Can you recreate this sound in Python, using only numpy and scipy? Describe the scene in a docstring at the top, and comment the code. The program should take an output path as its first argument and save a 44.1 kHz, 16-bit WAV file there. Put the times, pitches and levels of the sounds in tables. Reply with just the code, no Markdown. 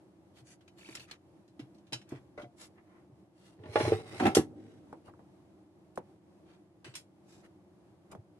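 """An air fryer in a quiet kitchen, close in front of a hand-held microphone, over a low room tone. First a
sleeve rustles, a utensil is put down with a scrape and light clicks, and things knock and clunk on the worktop;
someone breathes faintly twice. From 3.6 s the drawer is pushed in: it rumbles and bumps along its runners,
ringing its metal pan and the cabinet, until the latch snaps and the front knocks home near 4.4 s. Afterwards
fingers tap on the microphone's case and a few small things click nearby."""
import sys
import numpy as np
from scipy import signal
from scipy.fft import rfft, irfft, next_fast_len
from scipy.io import wavfile
from scipy.ndimage import map_coordinates

SR = 44100
rng = np.random.default_rng(int(sys.argv[2]) if len(sys.argv) > 2 else 0)


def int16_out(signal):
    """Quantize to a 16-bit WAV file."""
    q = np.round(np.clip(np.atleast_2d(signal).T, -1, 1) * 32767)
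    wavfile.write(sys.argv[1], SR, q.astype(np.int16))


N = 369999
TIME = np.arange(N) / SR
AGE = TIME[:SR // 2]   # time since a contact [s]
SIDES = np.array([[1], [-1]])   # left, right

# how alike the microphone's two channels are: (frequency [Hz], correlation [-1..1])
STEREO_LIKENESS = [(100, 0.91), (550, 0.85), (850, 0.39), (1400, 0.2), (2800, -0.34), (5000, -0.2),
                   (10000, 0.29)]
# the quiet kitchen: (frequency [Hz], level [dB])
ROOM_SPECTRUM = [(25, -34), (55, -23.5), (85, 0), (150, -3), (200, 3.5), (240, -11.5), (310, 4.5), (355, 3),
                 (420, -12), (620, -9), (850, -13.5), (1400, -24.5), (3500, -32.5), (11000, -39.5)]
# low ring left in the cabinet and the room: (frequency [Hz], level [dB])
AFTERRING_SPECTRUM = [(60, -31.5), (105, 2.5), (180, -8.5), (270, -4), (330, -6), (400, -15), (600, -9.5),
                      (1000, -21), (3000, -37.5)]
# sleeve and hand, and two faint breaths near 2.9 s and 3.5 s: (middle [s], half length [s], level [dB], corner
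# [Hz], treble fall [dB/octave])
RUSTLES_AND_BREATHS = [(.386, 0.066, -61, 3660, 7), (0.506, 0.091, -57.5, 5650, 7), (0.796, 0.046, -59, 4400, 9),
                       (1.12, 0.081, -56.5, 2600, 10), (2.139, 0.11, -57.5, 1880, 10),
                       (2.409, 0.061, -55, 1080, 9), (2.627, 0.09, -52.5, 6130, 9),
                       (2.787, 0.05, -62.5, 2000, 24), (2.94, 0.19, -67.5, 2150, 26),
                       (3.458, 0.19, -66, 4700, 8), (4.679, 0.29, -70, 2480, 8), (5.075, 0.058, -68, 3940, 7),
                       (5.088, 0.05, -54, 1100, 17), (6.521, 0.11, -65.5, 1986, 10),
                       (7.343, .15, -64.5, 5020, 8), (7.452, 0.042, -61, 2185, 9), (8.123, 0.028, -53, 1000, 9)]
# fingers right on the microphone: (time [s], level [dB], pitch [Hz], hollow ring [dB])
MICROPHONE_TAPS = [(4.9272, -34, 560, -44), (5.082, -46, 1000, -58), (5.137, -47.5, 930, -62),
                   (5.192, -57, 700, -52), (5.9748, -21.5, 360, -36), (8.130, -44, 565, -47.5),
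                   (8.150, -34.5, 185, -48)]
# the microphone's hollow case: (frequency [Hz], level [dB])
CASE_SPECTRUM = [(70, -34), (120, 1), (250, -1.5), (370, -1.5), (520, -2), (900, -5.5), (1500, -20.5),
                 (2500, -29.5), (6000, -57)]
# resonances of the dragged utensil: (frequency [Hz], width [Hz], level [dB])
SCRAPE_MODES = [(1800, 280, -2.5), (2300, 270, 5.5), (2640, 210, 1), (3150, 280, -4), (3700, 270, -8),
                (4160, 200, -11), (4550, 240, -4), (5200, 340, -10), (8200, 580, 3)]
# utensil and other small hard things nearby: (time [s], click [dB], centre [Hz], t60 [s], ring [dB])
LIGHT_CLICKS = [(.365, -63, 2500, 0.1, -70), (0.608, -65.5, 3000, 0.13, -73), (.678, -54, 3020, 0.06, -59),
                (.862, -55, 2800, 0.055, -59), (.887, -51, 2500, 0.045, -60),
                (.9515, -35.5, 5700, 0.051, -47), (0.968, -46, 3780, .06, -52),
                (0.995, -50, 4230, 0.13, -60), (1.096, -58, 2010, .05, -66), (1.1111, -39, 3800, .055, -50),
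                (1.134, -55, 2200, .06, -61), (1.478, -68, 4200, 0.13, -77),
                (1.593, -52.5, 2640, 0.15, -52), (1.746, -68.5, 5040, 0.1, -74),
                (1.782, -70.5, 4870, 0.089, -72), (1.867, -67.5, 3570, 0.21, -79),
                (1.923, -41, 3140, 0.19, -54), (1.9298, -32.5, 4300, .07, -29.5),
                (2.014, -58, 2960, .08, -58), (2.09, -58.5, 6760, 0.13, -80),
                (2.417, -54.5, 3000, 0.12, -62), (5.956, -57, 7970, 0.054, -80),
                (6.844, -47.5, 2880, 0.25, -65), (6.939, -51.5, 3070, .13, -51),
                (6.952, -38, 5700, .14, -60), (8.114, -54, 7500, .08, -72)]
# the struck utensil: (frequency [Hz], level [dB], t60 [s])
UTENSIL_MODES = [(2485, -10, 0.077), (2720, -10, .1), (3030, -8.5, 0.13), (3150, -6, 0.066),
                 (3930, -7.5, 0.092), (4000, -12, 0.13), (4600, -18, .12), (4840, -12, .08),
                 (5580, -12, .11), (5720, -12, 0.12), (6460, -19, .09), (6573, -20, 0.11),
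                 (6950, -21, 0.13), (7400, -24, .14), (7600, -17, .06), (9300, -24, .16)]
# something shoved aside judders: (time [s], level [dB])
CLUNK_JUDDERS = [(2.376, -44.5), (2.3825, -45.5), (2.396, -44.5), (2.418, -52), (2.4395, -46.5)]
# that hollow object's ring: (frequency [Hz], level [dB], t60 [s])
CLUNK_MODES = [(525, -8, .08), (585, 2.5, 0.118), (705, -1.5, 0.17), (1063, -4, .05), (1417, -3.5, 0.083),
               (2024, -3, 0.076), (2230, -5, .07)]
# dull knocks on the worktop: (time [s], thump [dB], pitch [Hz], board [dB], hollow sound [dB])
WORKTOP_KNOCKS = [(.395, -66, 300, -53, -62), (.887, -47, 323, -56, -49), (.978, -56.5, 300, -57, -54),
                  (1.48, -54, 320, -68, -68), (1.593, -37, 293, -47.5, -50.5),
                  (1.747, -52.5, 303, -70, -75), (1.921, -60, 345, -45.5, -41),
                  (2.119, -38, 325, -46, -38.5), (2.375, -43, 450, -61, -46), (2.428, -45, 280, -54.5, -47),
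                  (3.096, -61.5, 297, -54, -59.5), (6.855, -52, 300, -48.5, -48.5),
                  (8.177, -43.5, 110, -67, -64)]
# the worktop's hollow sound: (frequency [Hz], level [dB])
WORKTOP_SPECTRUM = [(60, -61), (120, 3.5), (200, -9.5), (320, 1.5), (450, -10), (650, -11.5), (1200, -23),
                    (3000, -85)]
# the body, cabinet and drawer together: (frequency [Hz], t60 [s], level open [dB], level shut [dB])
BODY_MODES = [(104, 0.18, -16.5, -20), (152, .12, -22, -18.5), (212, .15, -26, -15),
              (245, .14, -28.5, -18.5), (316, 0.11, -26, -13), (361, 0.15, -14, -13.5),
              (389, .14, -16.5, -28), (433, 0.19, -14.5, -23.5), (453, 0.12, -13, -26),
              (498, 0.043, -25, -22), (563, .10, -26, -23)]
# the drawer's metal pan: (frequency [Hz], t60 [s], level open [dB], level shut [dB])
METAL_PAN_MODES = [(616, 0.18, -1, -13), (740, 0.18, -19.5, -4.5), (775, .15, -14.5, 1),
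                   (840, 0.17, -1, -14), (926, .10, -8, -19), (1128, .14, -11.5, -19),
                   (1233, .10, -25, -11.5), (1324, .13, -24.5, -9), (1436, .09, -10, -21),
                   (1590, .06, -21.5, -18.5), (1810, .10, -14, -17.5), (2070, .08, -12, -17),
                   (2380, .08, -26, -20), (2610, 0.088, -24, -10.5), (2800, 0.11, -18.5, -23),
                   (2910, .10, -18.5, -24.5), (3260, .06, -27, -20.5), (3460, .09, -18, -25.5)]
# the drawer is pushed in, checked, then pressed home: (time [s], speed [share of top speed])
DRAWER_SPEED = [(3.57, 0.044), (3.70, 0.33), (3.81, 0.97), (3.90, 0.82), (4.03, 0.34), (4.14, 0.52),
                (4.27, 0.62), (4.39, 0.2)]
# it binds on entering the cabinet and at the seal: (start [s], length [s], extra rumble [dB])
DRAWER_BINDS = [(3.785, .125, 10.5), (4.205, 0.06, 18.5)]
# the loose basket rattling: (frequency [Hz], level [dB])
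BASKET_SPECTRUM = [(90, -2.5), (200, -5.5), (420, -5), (600, -7), (850, -6), (1200, -21), (2000, -29),
                   (4000, -28.5), (9000, -50)]
# plastic rubbing on the runners: (frequency [Hz], level [dB])
RUBBING_SPECTRUM = [(300, 3), (800, 6), (1300, -1.5), (2000, 0), (3200, -1.5), (4200, -6), (5500, -9.5),
                    (8000, -13), (12000, -20)]
# bumps on the runners: (time [s], thump [dB], pitch [Hz], clack [dB], pan ring [dB], body ring [dB])
RUNNER_BUMPS = [(3.590, -47, 111, -72, -70, -48), (3.635, -45, 300, -57, -49, -45),
                (3.656, -41.5, 278, -56, -50, -42), (3.682, -39.5, 107, -64.5, -62.5, -37),
                (3.7561, -15.5, 475, -29.5, -20.5, -26), (3.774, -23, 490, -46, -45, -28),
                (3.8008, -26.5, 600, -33.5, -28, -31), (3.8060, -21, 350, -44, -45, -25),
                (3.826, -29, 110, -52, -45, -38), (3.8505, -25, 590, -41, -33.5, -29),
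                (3.859, -28, 108, -52, -45, -33), (3.8765, -24, 340, -47, -40, -30),
                (3.9187, -15.5, 425, -46, -32, -18), (3.9275, -24, 410, -48, -38, -25),
                (4.1985, -38, 350, -32.5, -35, -34), (4.2052, -25, 290, -40, -30.5, -23),
                (4.2218, -21, 270, -45.5, -48, -21), (4.234, -28, 120, -38, -39, -31),
                (4.2533, -19, 320, -31, -22, -22), (4.259, -23, 260, -47.5, -50, -24),
                (4.2645, -28, 130, -27.5, -26, -29), (4.2736, -21.5, 250, -38.5, -33, -22.5)]
# mid-range clack of struck plastic: (frequency [Hz], level [dB])
CLACK_SPECTRUM = [(250, -19.5), (500, -1), (850, 0.5), (1200, -7.5), (1900, -5.5), (2800, -12.5),
                  (4000, -18.5), (7000, -41.5), (12000, -50)]
# bright crack of a hard contact: (frequency [Hz], level [dB])
CRACK_SPECTRUM = [(700, -25), (2000, -16.5), (3200, 0.5), (4300, -2.5), (5600, -1), (7500, -4), (9000, -3),
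                  (11000, -8.5), (13000, -8)]
# short-lived modes of the plastic latch: (frequency [Hz], level [dB])
LATCH_MODES = [(2794, -7.5), (4310, -9.5), (4716, -8), (5140, -6.5), (5490, -5.5), (5585, -5), (5890, -7),
               (6164, -7), (6550, -6.5), (7150, -8), (7382, -5), (7481, -6), (7940, -6.5), (9647, -6.5),
               (10800, -10), (11580, -9.5)]

BODY_SHUT_S, PAN_SHUT_S = (3.93, 4.2), (3.86, 3.93)   # each passes from its open to its shut ring
ENTER_S, LATCH_S, SEAT_S = 3.8, 4.3485, 4.3675   # the drawer enters the cabinet, latches, knocks home


def amp(db):
    """Decibels to gain."""
    return 10 ** (np.asarray(db) / 20)


def rms_one(x):
    """Scale to rms 1."""
    return x / np.sqrt(np.mean(x ** 2) + 1e-20)


def at_hz(points, hz):
    """Read a table along log frequency."""
    freqs, values = np.transpose(points)
    return np.interp(np.log(hz + 1e-3), np.log(freqs), values)


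def dying(t60, t=AGE):
    """Exponential decay, 60 dB in t60 seconds."""
    return np.exp(-np.log(1000) * t / t60)


def envelope(start, attack, hold, t60):
    """Straight rise, hold, exponential release."""
    t = TIME - start
    return np.clip(t / attack, 0, 1) * dying(t60, np.maximum(t - attack - hold, 0))


def add(out, s, sound):
    """Mix a sound in at time s."""
    start = round(s * SR)
    out[..., start:start + sound.shape[-1]] += sound[..., :N - start]


def low_cut(x, hz, order):
    """Roll off the bass below hz."""
    return signal.sosfilt(signal.butter(order, hz, "high", fs=SR, output="sos"), x + 1e-18)


def excite(force, response):
    """A force played through a stereo impulse response."""
    return signal.oaconvolve([force], response, axes=1)[:, :N]


def noise(spectrum, size=len(AGE)):
    """Stereo noise of a given colour, alike in both channels in the bass only; rms 1."""
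    length = next_fast_len(size)
    hz = np.fft.rfftfreq(length, 1 / SR)
    alike = at_hz(STEREO_LIKENESS, hz)
    mid, side = rfft(rng.standard_normal((2, length)))
    stereo = np.sqrt(1 + alike) * mid + np.sqrt(1 - alike) * side * SIDES
    return rms_one(irfft(stereo * amp(at_hz(spectrum, hz)), length)[:, :size])


def hump(hz, below_db, above_db):
    """A broad spectrum round hz, falling by so many dB an octave for four octaves on each side."""
    return [(hz / 16, -4 * below_db), (hz, 0), (hz * 16, -4 * above_db)]


def wander(per_s, size):
    """A random curve with per_s new values a second."""
    steps = rng.standard_normal(int(size / SR * per_s) + 2)
    return np.interp(TIME[:size] * per_s, np.arange(len(steps)), steps)


def grain(per_s, depth_db, size=N):
    """A randomly wavering gain; rms 1."""
    return rms_one(amp(depth_db * wander(per_s, size)))


def slips(per_s):
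    """Stick-slip: small impulses of random size at random times."""
    return rng.standard_normal(N) * (rng.random(N) < per_s / SR)


def ringing(modes):
    """Ring of (frequency [Hz], level [dB], t60 [s]) modes; high ones reach the channels out of step."""
    out = 0
    for hz, db, t60 in modes:
        skew = np.arccos(at_hz(STEREO_LIKENESS, hz)) / 2
        out = out + amp(db) * dying(t60) * np.sin(2 * np.pi * hz * AGE + skew * SIDES)
    return out * (1 - np.exp(-AGE / 0.0025))   # the vibration takes a moment to spread


def thump(hz, cycles, sharpness):
    """A heavily damped panel swings for a few cycles after a blunt contact."""
    swell = AGE * hz / cycles
    return (swell * np.exp(1 - swell)) ** sharpness * np.sin(2 * np.pi * hz * AGE)


def crowded_modes(x, spacing_hz=105, depth_db=6.0):
    """Plastic shells have many close modes: a fine comb of random peaks and dips above the bass."""
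    length = next_fast_len(x.shape[-1])
    hz = np.fft.rfftfreq(length, 1 / SR)
    heights = rng.standard_normal(int(SR / spacing_hz))
    comb_db = depth_db * np.interp(hz / spacing_hz, np.arange(len(heights)), heights) * hz / (hz + 1000)
    return rms_one(irfft(rfft(x, length) * amp(comb_db), length)[:, :x.shape[-1]])


def burst(spectrum, t60, snap, snap_t60):
    """Dense high modes of a hard thing: a brief direct snap, then a short diffuse ring."""
    rise = 1 - np.exp(-AGE / 0.0011)
    return crowded_modes(noise(spectrum)) * rise * (dying(t60) + snap * dying(snap_t60))


def brushing(corner_hz, fall_db, size=N):
    """Friction noise: fine grains that come in gentle clumps."""
    fibres = crowded_modes(noise(hump(corner_hz, below_db=0, above_db=fall_db), size))
    clumps = grain(per_s=45, depth_db=1.8, size=size)
    return fibres * grain(per_s=250, depth_db=2, size=size) * clumps


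def room_tone():
    """The kitchen behind it all: faint low noise whose level wavers a little."""
    waver = grain(per_s=10, depth_db=1.5)
    return amp(-60.2) * noise(ROOM_SPECTRUM, N) * waver


def afterring(sounds):
    """The cabinet and the room keep a faint low ring long after the blows."""
    t = TIME[:2 * SR]
    tail = noise(AFTERRING_SPECTRUM, len(t)) * dying(1.9, t)
    tail /= np.sqrt(np.sum(tail[0] ** 2))
    return amp(-35.5) * excite(sounds.mean(0), tail)


def rustles_and_breaths():
    """Cloth and skin brush near the microphone in short rounded swells; two faint breaths come in the same way."""
    out = np.zeros((2, N))
    for s, half_s, db, corner_hz, fall_db in RUSTLES_AND_BREATHS:
        size = round(2 * half_s * SR)
        add(out, s - half_s, amp(db) * np.hanning(size) ** 1.9 * brushing(corner_hz, fall_db, size))
    return out


def finger_taps(first_hz=1800, settle_s=0.0021):
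    """Bending waves in the microphone's case bring the highs first: taps chirp down to a hollow ring."""
    out = np.zeros((2, N))
    contact = 1 - np.exp(-AGE / 0.0008)
    for s, db, hz, hollow_db in MICROPHONE_TAPS:
        phase = 2 * np.pi * (hz * AGE + (first_hz - hz) * settle_s * (1 - np.exp(-AGE / settle_s)))
        chirp = amp(db - 4.5) * dying(0.052) * np.sin(phase - 0.54 * SIDES)
        hollow = amp(hollow_db) * noise(CASE_SPECTRUM) * dying(0.12)
        tick = amp(db - 28.5) * burst(CRACK_SPECTRUM, t60=0.046, snap=1.7, snap_t60=0.0044)
        add(out, s, contact * (chirp + hollow) + tick)
    return out


def utensil_scrape():
    """The utensil drags as it is put down: it hisses and crackles, each slip catching one resonance."""
    corners_s = 0.774 + np.cumsum([0, 0.095, 0.14, 0.067])   # start, rise, hold, release
    pressure = np.interp(TIME, corners_s, [0, 1, 1, 0])
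    modes = [(hz, db, np.log(1000) / (np.pi * width)) for hz, width, db in SCRAPE_MODES]
    crackle = sum(excite(slips(per_s=81), ringing([mode])) for mode in modes)
    hiss = brushing(corner_hz=4600, fall_db=7)
    return pressure * (amp(-57) * rms_one(crackle) + amp(-57.5) * hiss)


def clicks(spread_db=0.5):
    """Light hard contacts nearby; each one strikes the utensil's modes a little differently."""
    out = np.zeros((2, N))
    for s, db, centre_hz, t60, ring_db in LIGHT_CLICKS:
        spectrum = hump(centre_hz, below_db=3, above_db=12)
        add(out, s, amp(db) * burst(spectrum, t60, snap=0.21, snap_t60=0.0094))
        modes = [(hz, level + rng.normal(0, spread_db), decay) for hz, level, decay in UTENSIL_MODES]
        add(out, s, amp(ring_db) * ringing(modes))
    return out


def clunk(dulling_db_per_s=134):
    """Gritty slips ring a shoved hollow object, ever duller as the contact softens and comes to rest."""
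    out = np.zeros((2, N))
    for s, db in CLUNK_JUDDERS:
        dull_db = -dulling_db_per_s * (s - CLUNK_JUDDERS[0][0])
        modes = [(hz, level + dull_db * (hz > 1000), t60) for hz, level, t60 in CLUNK_MODES]
        grit = burst(hump(1500, below_db=2.5, above_db=13), t60=0.075, snap=0.6, snap_t60=0.015)
        add(out, s, amp(db) * (ringing(modes) + amp(dull_db - 4.5) * grit))
    return out


def worktop_knocks(board_hz=127, board_lag_s=0.015):
    """Things set down thump and ring briefly at their own pitch; the worktop answers, low and hollow."""
    out = np.zeros((2, N))
    board = thump(board_hz, cycles=2.6, sharpness=6.6) + ringing([(board_hz, -7, 0.38)])
    spreading = 1 - np.exp(-AGE / 0.002)
    for s, db, hz, board_db, hollow_db in WORKTOP_KNOCKS:
        struck = thump(hz, cycles=1.9, sharpness=7.6) + ringing([(hz, -5, 0.1)])
        hollow = noise(WORKTOP_SPECTRUM) * spreading * dying(0.18)
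        add(out, s, amp(db) * struck + amp(hollow_db) * hollow)
        add(out, s + board_lag_s, amp(board_db) * board)
    return low_cut(out, hz=79.55, order=3)


def open_or_shut(force, modes, shutting_s):
    """The drawer's modes change strength as it disappears into the cabinet."""
    shut = np.interp(TIME, shutting_s, [0, 1])
    when_open = ringing([(hz, db, t60) for hz, t60, db, _ in modes])
    when_shut = ringing([(hz, db, t60) for hz, t60, _, db in modes])
    return excite(force * (1 - shut), when_open) + excite(force * shut, when_shut)


def detuned(x):
    """The grip of the runners keeps shifting, so the resonances of the sliding drawer waver in pitch."""
    rate = 1 + 0.05 * wander(per_s=22, size=N)
    return np.array([map_coordinates(channel, [np.cumsum(rate)], order=3) for channel in x])


def drawer_slide(bind_attack_s=0.043):
    """Slips on the runners shake body, pan and loose basket; the plastic hisses and catches on grit."""
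    speed = np.interp(TIME, *np.transpose(DRAWER_SPEED), left=0, right=0)
    binding = sum(amp(db) * envelope(s, bind_attack_s, length - bind_attack_s, t60=0.14)
                  for s, length, db in DRAWER_BINDS)
    force = slips(per_s=310)
    body = rms_one(open_or_shut(force, BODY_MODES, BODY_SHUT_S))
    pan = rms_one(open_or_shut(force, METAL_PAN_MODES, PAN_SHUT_S))
    basket = rms_one(excite(force, noise(BASKET_SPECTRUM) * dying(0.045)))
    shaking = detuned(amp(-3) * body + amp(-10) * pan + amp(-8) * basket)
    rubbing = detuned(crowded_modes(noise(RUBBING_SPECTRUM, N))) * grain(per_s=300, depth_db=2)
    grit = rms_one(excite(slips(per_s=200), noise(RUBBING_SPECTRUM) * dying(0.012)))
    rumble = amp(-40.5) * speed * (1 + binding) * shaking * grain(per_s=38, depth_db=3)
    hiss = amp(-38) * speed ** 2.4 * (rubbing + amp(-9) * grit)
    return rumble + hiss


def drawer_contacts(hardening_db_per_s=26, rebound_s=0.0125):
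    """Each blow: (time [s], thump [dB], pitch [Hz], clack [dB], crack [dB], pan [dB], body [dB])."""
    bumps = []
    for s, db, hz, clack_db, pan_db, body_db in RUNNER_BUMPS:
        crack_db = clack_db - 27 + hardening_db_per_s * (s - ENTER_S)   # harder further in
        bumps.append((s, db, hz, clack_db, crack_db, pan_db, body_db))
    snap = (LATCH_S, -50, 890, -42, -24.5, -43, -50)   # the latch snaps over its catch
    drop = (LATCH_S + 0.004, -50, 890, -34.5, -27.5, -43, -50)   # and drops in behind it
    seat = (SEAT_S, -9.5, 410, -31, -33, -27, -10.5)   # the front knocks home
    # then rebounds twice, lower and duller
    rebounds = [(SEAT_S + k * rebound_s, -19.5, 345, -46, -48, -42, -19.5) for k in (1, 2)]
    return bumps + [snap, drop, seat] + rebounds


def drawer_hits():
    """Each contact thumps a panel, clacks the plastic, shakes the latch and rings the pan and body."""
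    out, body_force, pan_force = np.zeros((2, N)), np.zeros(N), np.zeros(N)
    latch = ringing([(hz, db, 0.12) for hz, db in LATCH_MODES])
    for s, thump_db, hz, clack_db, crack_db, pan_db, body_db in drawer_contacts():
        panel = thump(hz, cycles=1.3, sharpness=4.4) + ringing([(hz, -8, 0.07)])
        clack = burst(CLACK_SPECTRUM, t60=0.14, snap=1.2, snap_t60=0.03)
        crack = burst(CRACK_SPECTRUM, t60=0.14, snap=2.4, snap_t60=0.035)
        add(out, s, amp(thump_db) * panel + amp(clack_db) * clack)
        add(out, s, amp(crack_db - 4) * crack + amp(crack_db - 5.5) * latch)
        body_force[round((s + 1 / hz) * SR)] = amp(body_db)   # the body follows a cycle later
        pan_force[round(s * SR)] = amp(pan_db)
    seal_grip = amp(np.interp(TIME, [4.398, 4.406], [0, -4]))   # once home, the seal damps the drawer
    body = amp(4.5) * seal_grip * open_or_shut(body_force, BODY_MODES, BODY_SHUT_S)
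    pan = open_or_shut(pan_force, METAL_PAN_MODES, PAN_SHUT_S)
    return out + body + pan


def scene():
    """The drawer close in front of the microphone, small noises round it, the kitchen behind."""
    drawer = low_cut(drawer_hits() + drawer_slide(), hz=79, order=5)   # too small to radiate deep bass
    drawer *= amp(-0.5 * SIDES)   # a touch to the right
    sounds = drawer + worktop_knocks() + clicks() + clunk() + utensil_scrape()
    sounds += finger_taps() + rustles_and_breaths()
    return sounds + room_tone() + afterring(sounds)


def record(dry):
    """The microphone drops the lowest rumble; the top is cut steeply at 11.9 kHz."""
    high_cut = signal.ellip(10, 0.3, 70, 11900, fs=SR, output="sos")
    return signal.sosfilt(high_cut, low_cut(dry, hz=22, order=2))


dry = scene()
out = record(dry)
int16_out(out)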